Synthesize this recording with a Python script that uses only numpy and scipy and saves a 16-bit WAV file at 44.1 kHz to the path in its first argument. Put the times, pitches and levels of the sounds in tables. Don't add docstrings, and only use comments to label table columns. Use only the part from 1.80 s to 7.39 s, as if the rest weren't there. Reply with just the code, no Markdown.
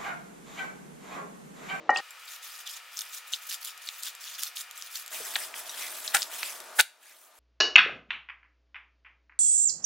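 import sys
import numpy as np
from scipy import signal
from scipy.fft import rfft, irfft, next_fast_len
from scipy.io import wavfile
from scipy.ndimage import uniform_filter1d

SR = 44100
rng = np.random.default_rng(int(sys.argv[2]) if len(sys.argv) > 2 else 0)


def transcribe(u):
    v = np.clip(np.atleast_2d(u).T, -1, 1)
    q = np.round(v * 32767).astype(np.int16)
    wavfile.write(sys.argv[1], SR, q)


N = 246519
TIME = np.arange(N) / SR


def gain_of(db):
    return 10 ** (np.asarray(db) / 20)


def evened(x):
    return x / np.sqrt(np.mean(x ** 2) + 1e-20)


def read(points, hz):
    pitch_hz, value = np.transpose(points)
    return np.interp(np.log(hz + 1), np.log(pitch_hz + 1), value)


def add(mix, start_s, sound):
    part = mix[:, max(round(start_s * SR), 0):][:, :sound.shape[-1]]
    part += sound[..., :part.shape[1]]


def coloured(x, gain):
    size = next_fast_len(x.shape[-1], True)
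    return irfft(rfft(x, size) * gain(np.fft.rfftfreq(size, 1 / SR)), size)[..., :x.shape[-1]]


def hump(hz, centre_hz, octaves):
    return np.exp(-(np.log2((hz + 1) / centre_hz) / (2 * octaves)) ** 2)


def pair(x):
    # pitch_hz, side_level_db
    width = [(30, -3), (130, -18), (500, -13.5), (1000, -9.5), (2000, -10), (4000, -8.5), (8000, -6),
             (13000, -4.5)]
    side = coloured(x[1], lambda hz: gain_of(read(width, hz)))
    return np.array([x[0] + side, x[0] - side])


def room_noise(speed, level_db):
    # pitch_hz, level_db
    rush_tone = [(15, -24.5), (45, -45.5), (100, -19.5), (180, -6.5), (265, -4.5), (315, 5), (390, -1.5),
                 (600, 1), (780, -1), (1100, -6), (1900, -10.5), (3700, -15), (7000, -26), (14000, -66)]
    # pitch_hz, level_db
    hum_notes = [(120, -83.5), (130, -80), (180, -77), (236, -73), (316.5, -68.5), (360.3, -67.5),
                 (429.2, -67), (449.3, -66.5), (471.2, -67), (566.8, -69), (600.5, -62.5), (637.3, -66.5),
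                 (720.6, -65), (1200.5, -69)]
    rush = coloured(rng.standard_normal((2, N)), lambda hz: gain_of(read(rush_tone, hz / speed)))
    hum = sum(gain_of(db) * np.sqrt(2) * np.sin(2 * np.pi * (hz * speed * TIME + rng.random()))
              for hz, db in hum_notes)
    return gain_of(level_db) * pair(evened(rush)) + hum


def kitchen_echo(x, speed, build_s=0.0051):
    # pitch_hz, fade_s
    fade_times = [(200, 0.52), (1200, 0.58), (4000, 0.62), (8000, 0.48)]
    hz, t, bands = signal.stft(rng.standard_normal((2, 20000)), SR, nperseg=128)
    fade = gain_of(-60 * t * speed / read(fade_times, hz / speed)[:, None])
    tail = signal.istft(bands * fade, SR, nperseg=128)[1]
    tail *= 1 - np.exp(-np.arange(tail.shape[1]) * speed / SR / build_s)
    tail = pair(tail / np.linalg.norm(tail[0]))
    return signal.oaconvolve(x.mean(0)[None], tail, axes=1)[:, :N]


def bowl(speed, contact_s=0.0014, tick_s=0.00057, tick_hz=6000, thump_db=-21, thump_hz=660):
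    # pitch_hz, level_db, fade_s
    notes = [(454, -29, 0.02), (750, 3, 0.026), (843, 4.5, 0.029), (980, -19.5, 0.14), (1223, 4, 0.018),
             (1340, -3, 0.037), (1856.7, -2, 0.28), (1903.2, -4, 0.22), (2350, -13, 0.15), (2895, -2, 0.18),
             (4030, -3, 0.1), (5500, -28, 0.11)]
    # start_s, level_db, favoured_pitch_hz (at normal speed), tick_db
    knocks = [(0.0925, -10, 893, -65), (0.3073, -38, 2560, -32), (.455, -42, 2670, -59),
              (1.977, -44, 2723, -34), (2.351, -40, 2900, -33), (2.911, -43, 2381, -26),
              (2.977, -33.5, 2300, -40), (3.262, -38.5, 3024, -31), (3.279, -41, 2800, -28),
              (3.894, -29.5, 3230, -48), (4.8028, -45, 2200, -23)]
    out, t = np.zeros((2, N)), np.arange(16000) * speed / SR
    hz, note_db, fade_s = np.transpose(notes)[:, :, None]
    fade_s = fade_s * (0.45 if speed > 1 else 1)
    attack = 1 - np.exp(-t / contact_s)
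    rings = gain_of(note_db - 60 * t / fade_s) * np.sin(2 * np.pi * hz * t) * attack
    rings *= (-1) ** (np.arange(len(notes))[:, None] // 2)
    for start_s, db, favoured_hz, tick_db in knocks:
        ring = (hump(hz, favoured_hz, octaves=0.54) * rings).sum(0)
        scuff = rng.standard_normal((2, len(t))) * np.exp(-t / speed / tick_s) * attack
        tick = coloured(scuff, lambda f: 2.2 * hump(f, tick_hz, 1.0)) * (t < t[-1] / 2)
        add(out, start_s, gain_of(db) * ring + gain_of(tick_db) * pair(tick))
    blow = rng.standard_normal(len(t)) * np.exp(-t / 0.015)
    thump = (coloured(blow, lambda f: hump(f, thump_hz, 0.6)) * attack)[:4000]
    add(out, knocks[0][0], gain_of(thump_db) * thump / abs(thump).max())
    return out


def gulp(start_s=3.402, rise_s=0.002):
    # level_db, first_hz, last_hz, decay_s
    gloop = (-36, 580, 350, .011)
    db, first_hz, last_hz, decay_s = gloop
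    out, t = np.zeros((2, N)), np.arange(4000) / SR
    wobble = evened(uniform_filter1d(rng.standard_normal(len(t)), size=60))
    fade = np.exp(-t / decay_s)
    hz = (last_hz + (first_hz - last_hz) * fade) * (1 + 0.13 * wobble)
    tone = np.sin(2 * np.pi * np.cumsum(hz) / SR)
    add(out, start_s, gain_of(db) * (1 - np.exp(-t / rise_s)) * fade * tone)
    return out


def squishes(octaves=0.19, glide_octaves=-0.2):
    # middle_s, level_db, pitch_hz, half_length_s
    squirts = [(0.876, -42, 3300, 0.025), (1.343, -46.5, 6000, 0.029), (1.877, -47, 3190, 0.028),
               (2.076, -39.5, 4200, 0.01), (2.255, -51, 3490, .05), (2.634, -46.5, 1593, 0.013),
               (3.359, -44, 2710, 0.0444), (4.03, -43, 2317, 0.071), (4.67, -45.5, 2520, 0.1),
               (5.307, -45.5, 2210, 0.079)]
    out, t = np.zeros((2, N)), np.linspace(-4096, 4096, 8192) / SR
    for middle_s, db, hz, half_length_s in squirts:
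        progress = np.clip(t / half_length_s, -1, 1)
        noise = rng.standard_normal((2, len(t))) + 1j * rng.standard_normal((2, len(t)))
        flutter = signal.lfilter([1], [1, -np.exp(-np.pi * hz * octaves / SR)], noise)
        whistle = np.exp(2j * np.pi * np.cumsum(hz * 2 ** (glide_octaves * progress)) / SR)
        fizz = evened(coloured((flutter * whistle).real, lambda f: hump(f, hz, 0.75)))
        add(out, middle_s + t[0], gain_of(db) * np.cos(np.pi * progress / 2) ** 2 * pair(fizz))
    return out


def small_pockets(speed, effort_db, per_s=18, over_db=5, spread_db=5.5, centre_hz=5600, octaves=0.32):
    wait, size, pitch = rng.random((200, 3)).T
    start_s = np.cumsum(-np.log(1 - wait)) / (per_s * speed)
    level_db = np.interp(start_s, TIME, effort_db) + over_db + spread_db * (2 * size - 1)
    pitch_hz = centre_hz * 2 ** (0.81 * (2 * pitch - 1))
    return np.transpose([start_s, level_db, pitch_hz, np.full(len(start_s), octaves)])


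def pops(pockets, speed, decay_s=0.0027, echo_db=-19, echo_s=0.03, lead_s=0.005):
    out, t = np.zeros((2, N)), np.arange(3072) / SR
    age = np.maximum(t - lead_s, 0) * speed
    scatter = 0.41 * (t >= lead_s) * (np.exp(-age / decay_s) + gain_of(echo_db) * np.exp(-age / echo_s))
    for start_s, db, pitch_hz, octaves in pockets:
        drive = scatter * rng.choice([-1., 1.], (2, len(t)))
        drive[0, round(lead_s * SR)] = 2
        burst = coloured(drive, lambda hz: hump(hz, pitch_hz, octaves))
        add(out, start_s - lead_s, gain_of(db + 0) * pair(burst / abs(burst).max()))
    return out


def slaps(spread_db=3, thud_hz=70, thud_decay_s=0.00455, lead_s=0.03):
    # start_s, level_db, rise_s, hold_s, fall_s, thud_db
    landings = [(3.564, -26.5, 0.00054, 0.00084, 0.0029, -74), (4.3457, -18.5, 0.0032, 0.0017, 0.016, -45),
                (4.996, 3, 0.0023, 0.0034, 0.0073, -46)]
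    # pitch_hz, level_db
    splat_tone = [(25, -56), (120, -29.5), (270, -27.5), (550, -16), (850, -2), (1050, -26), (1450, 2.5),
                  (2300, -8), (3600, -9.5), (4800, -16.5), (8500, -11.5), (12300, -16.5), (16000, -21)]
    out, t = np.zeros((2, N)), np.arange(8192) / SR - lead_s
    age = np.maximum(t, 0)
    thud = np.exp(-age / thud_decay_s) * np.sin(2 * np.pi * thud_hz * age)
    for start_s, db, rise_s, hold_s, fall_s, thud_db in landings:
        grains = rng.standard_normal((2, len(t)))
        grains *= gain_of(spread_db * np.minimum(rng.exponential(1, len(t)), 4))
        splat = evened(coloured(grains, lambda hz: gain_of(read(splat_tone, hz))))
        shape = np.exp(np.minimum(t, 0) / rise_s - np.maximum(t - hold_s, 0) / fall_s)
        add(out, start_s - lead_s, gain_of(db) * shape * pair(splat) + gain_of(thud_db) * thud)
    return out


def kneading(speed, rest_db, press_s=0.057, ease_db=-1, release_s=0.061):
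    # start_s, length_s, strength_db, brightness_db
    squeezes = [(0.126, 0.038, -50, -34.5), (0.384, 0.13, -56.5, 1), (0.47, 0.09, -43.5, -3),
                (0.615, 0.2, -44.5, -0.5), (.855, 0.12, -42, -5), (1.11, 0.23, -48.5, 2),
                (1.157, 0.063, -40.5, -1), (1.316, 0.064, -39.5, 0), (1.461, 0.13, -51, 5),
                (1.517, 0.024, -33.5, -10.5), (1.609, 0.096, -47, 6), (1.683, 0.062, -36, -1),
                (1.802, .04, -43.5, 3), (1.835, 0.066, -40, -1), (2.008, 0.21, -46.5, 2),
                (2.215, 0.07, -36, -4), (2.395, 0.16, -41.5, -5.5), (2.575, .1, -36, -2.5),
                (2.751, 0.067, -36.5, -2), (2.947, 0.13, -46.5, -3.5), (3.095, 0.13, -43, 3),
                (3.142, 0.03, -33.5, -5), (3.3, 0.11, -37, 3.5), (3.426, 0.15, -38, 3.5),
                (3.57, 0.074, -36, 2.5), (3.736, 0.069, -38, 3), (3.84, 0.2, -43, 0), (3.957, 0.13, -38, 3),
                (4.091, 0.11, -40, 6.5), (4.217, 0.095, -39, 3.5), (4.33, .085, -34.5, 5),
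                (4.495, .21, -38, 3.5), (4.712, 0.052, -44, 5), (4.83, 0.079, -58, 11.5),
                (4.945, 0.031, -40, 14), (5.2, 0.07, -41.5, 5), (5.24, 0.086, -39.5, 0.5),
                (5.33, 0.14, -46.5, 15), (5.53, 0.055, -50, 9.5)]
    start_s, length_s, db, bright_db = np.transpose(squeezes)[:, :, None]
    t = np.linspace(0, N / SR, 4000)
    age = t - start_s
    press = np.clip(age * speed / press_s, 0, 1)
    hold = gain_of(ease_db * np.clip(age / length_s, 0, 1))
    release = np.exp(-np.maximum(age - length_s, 0) * speed / release_s)
    power = (gain_of(db) * press * hold * release) ** 2
    total = power.sum(0) + gain_of(rest_db) ** 2
    brightness = (power * bright_db).sum(0) / total
    return np.interp(TIME, t, 10 * np.log10(total)), np.interp(TIME, t, brightness)


def hollow_db(hz):
    # pitch_hz, half_width_hz, boost_db
    resonances = [(856, 57, -0.5), (946, 21, 0), (1255, 46, 3.5), (1736, 120, 1.5), (2665, 210, 2.5)]
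    return sum(db / (1 + ((hz - centre_hz) / width) ** 2) for centre_hz, width, db in resonances)


def cavities(x, depth_db=3.5):
    bands = signal.stft(x, nperseg=256)[2]
    patches = rng.standard_normal(bands.shape[1:])
    patches = evened(uniform_filter1d(uniform_filter1d(patches, size=5, axis=0), size=5, axis=1))
    return signal.istft(bands * gain_of(depth_db * patches), nperseg=256)[1][:, :N]


def crackle(speed, per_s, effort_db, bright_db, spread_db=4, trim_db=-1, split_hz=7500):
    # pitch_hz, level_db
    squelch = [(15, -53), (60, -35.5), (150, -38.5), (400, -9), (620, -11), (850, 0), (1150, -4),
               (1700, -1.5), (2300, -6), (3700, -3.5), (5500, -5), (8000, -10)]
    sizes = gain_of(spread_db * np.minimum(rng.exponential(1, (2, N)), 4)) * rng.choice([-1, 1], (2, N))
    snaps = sizes * (rng.random(N) < per_s / SR)
    clumps = evened(uniform_filter1d(rng.standard_normal(N), size=350))
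    hiss = 0.8 * rng.standard_normal((2, N))
    drive = (evened(snaps) + hiss) * gain_of(clumps * speed / 2)
    wet = coloured(drive, lambda hz: gain_of(read(squelch, hz / speed) + hollow_db(hz / speed)))
    wet = evened(cavities(wet))
    treble = coloured(wet, lambda hz: hz ** 4 / (hz ** 4 + split_hz ** 4))
    tilted = (wet - treble) * gain_of(-bright_db / 2) + treble * gain_of(bright_db / 2)
    return gain_of(effort_db + trim_db) * pair(tilted)


def scene(echo_db=-9, hit_echo_db=-22):
    # start_s, end_s, speed (times normal)
    parts = [(0, .207, 1), (.207, 3.312, 4), (3.312, 5.6, 2)]
    rush_levels = [-52.5, -51, -50]
    snap_rates = [1800, 2000, 7000]
    rest_levels = [-88, -74, -53]
    # start_s, level_db, pitch_hz, width_octaves
    big_pockets = [(.1039, -33.5, 5650, 0.18), (.1612, -17, 2850, 0.11), (.172, -21.5, 4770, 0.07),
                   (.1725, -26.5, 7200, 0.081), (.8751, -22, 5500, 0.38), (1.1715, -21, 6000, .17),
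                   (1.1784, -26, 6050, 0.16), (1.191, -14, 5900, 0.49), (1.2087, -19.5, 5730, 0.18),
                   (1.536, -11.5, 3440, .14), (1.5424, -17, 3520, 0.18), (1.698, -35, 7000, .35),
                   (1.716, -17.5, 4150, 0.58), (1.849, -19.5, 6600, 0.51), (2.0725, -32, 4300, 0.28),
                   (2.089, -16.5, 3600, 0.42), (2.2342, -14, 6040, 0.62), (2.6345, -8, 6850, 0.59),
                   (2.7705, -19.5, 3700, 0.3), (3.0235, -19, 5200, 0.4), (3.157, -22, 5900, 0.31),
                   (3.556, -15, 3230, 0.2), (3.5592, -14, 2360, 0.63), (3.7413, -24, 1920, 0.52),
                   (4.2782, -16.5, 4400, 0.26), (4.3483, -3, 3500, .7), (4.3518, -10.5, 8600, 0.071),
                   (4.3689, -7.5, 2770, 1), (4.4206, -13, 4850, .28), (4.4288, -15, 4450, 0.42),
                   (4.631, -15, 2400, 0.5), (4.9991, 8, 2610, 0.7), (5.0043, 16, 3350, 0.33),
                   (5.0096, 14.5, 8600, 0.41)]
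    out, bursts = np.zeros((2, N)), squishes() + gulp() + slaps()
    for part, rush_db, per_s, rest_db in zip(parts, rush_levels, snap_rates, rest_levels):
        start_s, end_s, speed = part
        gate = uniform_filter1d(((TIME >= start_s) & (TIME < end_s)).astype(float), 220)
        effort_db, bright_db = kneading(speed, rest_db)
        mince = gate * crackle(speed, per_s, effort_db, bright_db)
        mince += gate * pops(small_pockets(speed, effort_db), speed)
        hits = gate * (bursts + pops(big_pockets, speed))
        glass = gate * bowl(speed)
        echo = kitchen_echo(gain_of(echo_db) * (mince + glass) + gain_of(hit_echo_db) * hits, speed)
        out += gate * (mince + hits + glass + echo + room_noise(speed, rush_db))
    return out


def record(dry, limit_db=-13, recover_db_per_s=11, ceiling=0.88, top_hz=15900):
    # pitch_hz, left_over_right_db
    balance = [(40, -14.5), (130, 0), (500, 0.6), (1000, 2.4), (2000, 1.5), (4000, 1), (8000, 0.4113),
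               (13000, -0.5)]
    heard = coloured(dry, lambda hz: gain_of(np.outer([.5, -.5], read(balance, hz))))
    power_db = 10 * np.log10(abs(uniform_filter1d((heard ** 2).mean(0), size=330)) + 1e-12)
    recovery = recover_db_per_s * TIME
    over_db = np.maximum(np.maximum.accumulate(power_db + recovery) - recovery - limit_db, 0)
    ducked = heard / gain_of(uniform_filter1d(over_db, size=100))
    rounded = ducked / (1 + (ducked / ceiling) ** 6) ** (1 / 6)
    treble_cut = signal.firwin(511, top_hz, window=("kaiser", 9), fs=SR)
    return signal.oaconvolve(rounded, treble_cut[None], "same")


dry = scene()
out = record(dry)
transcribe(out)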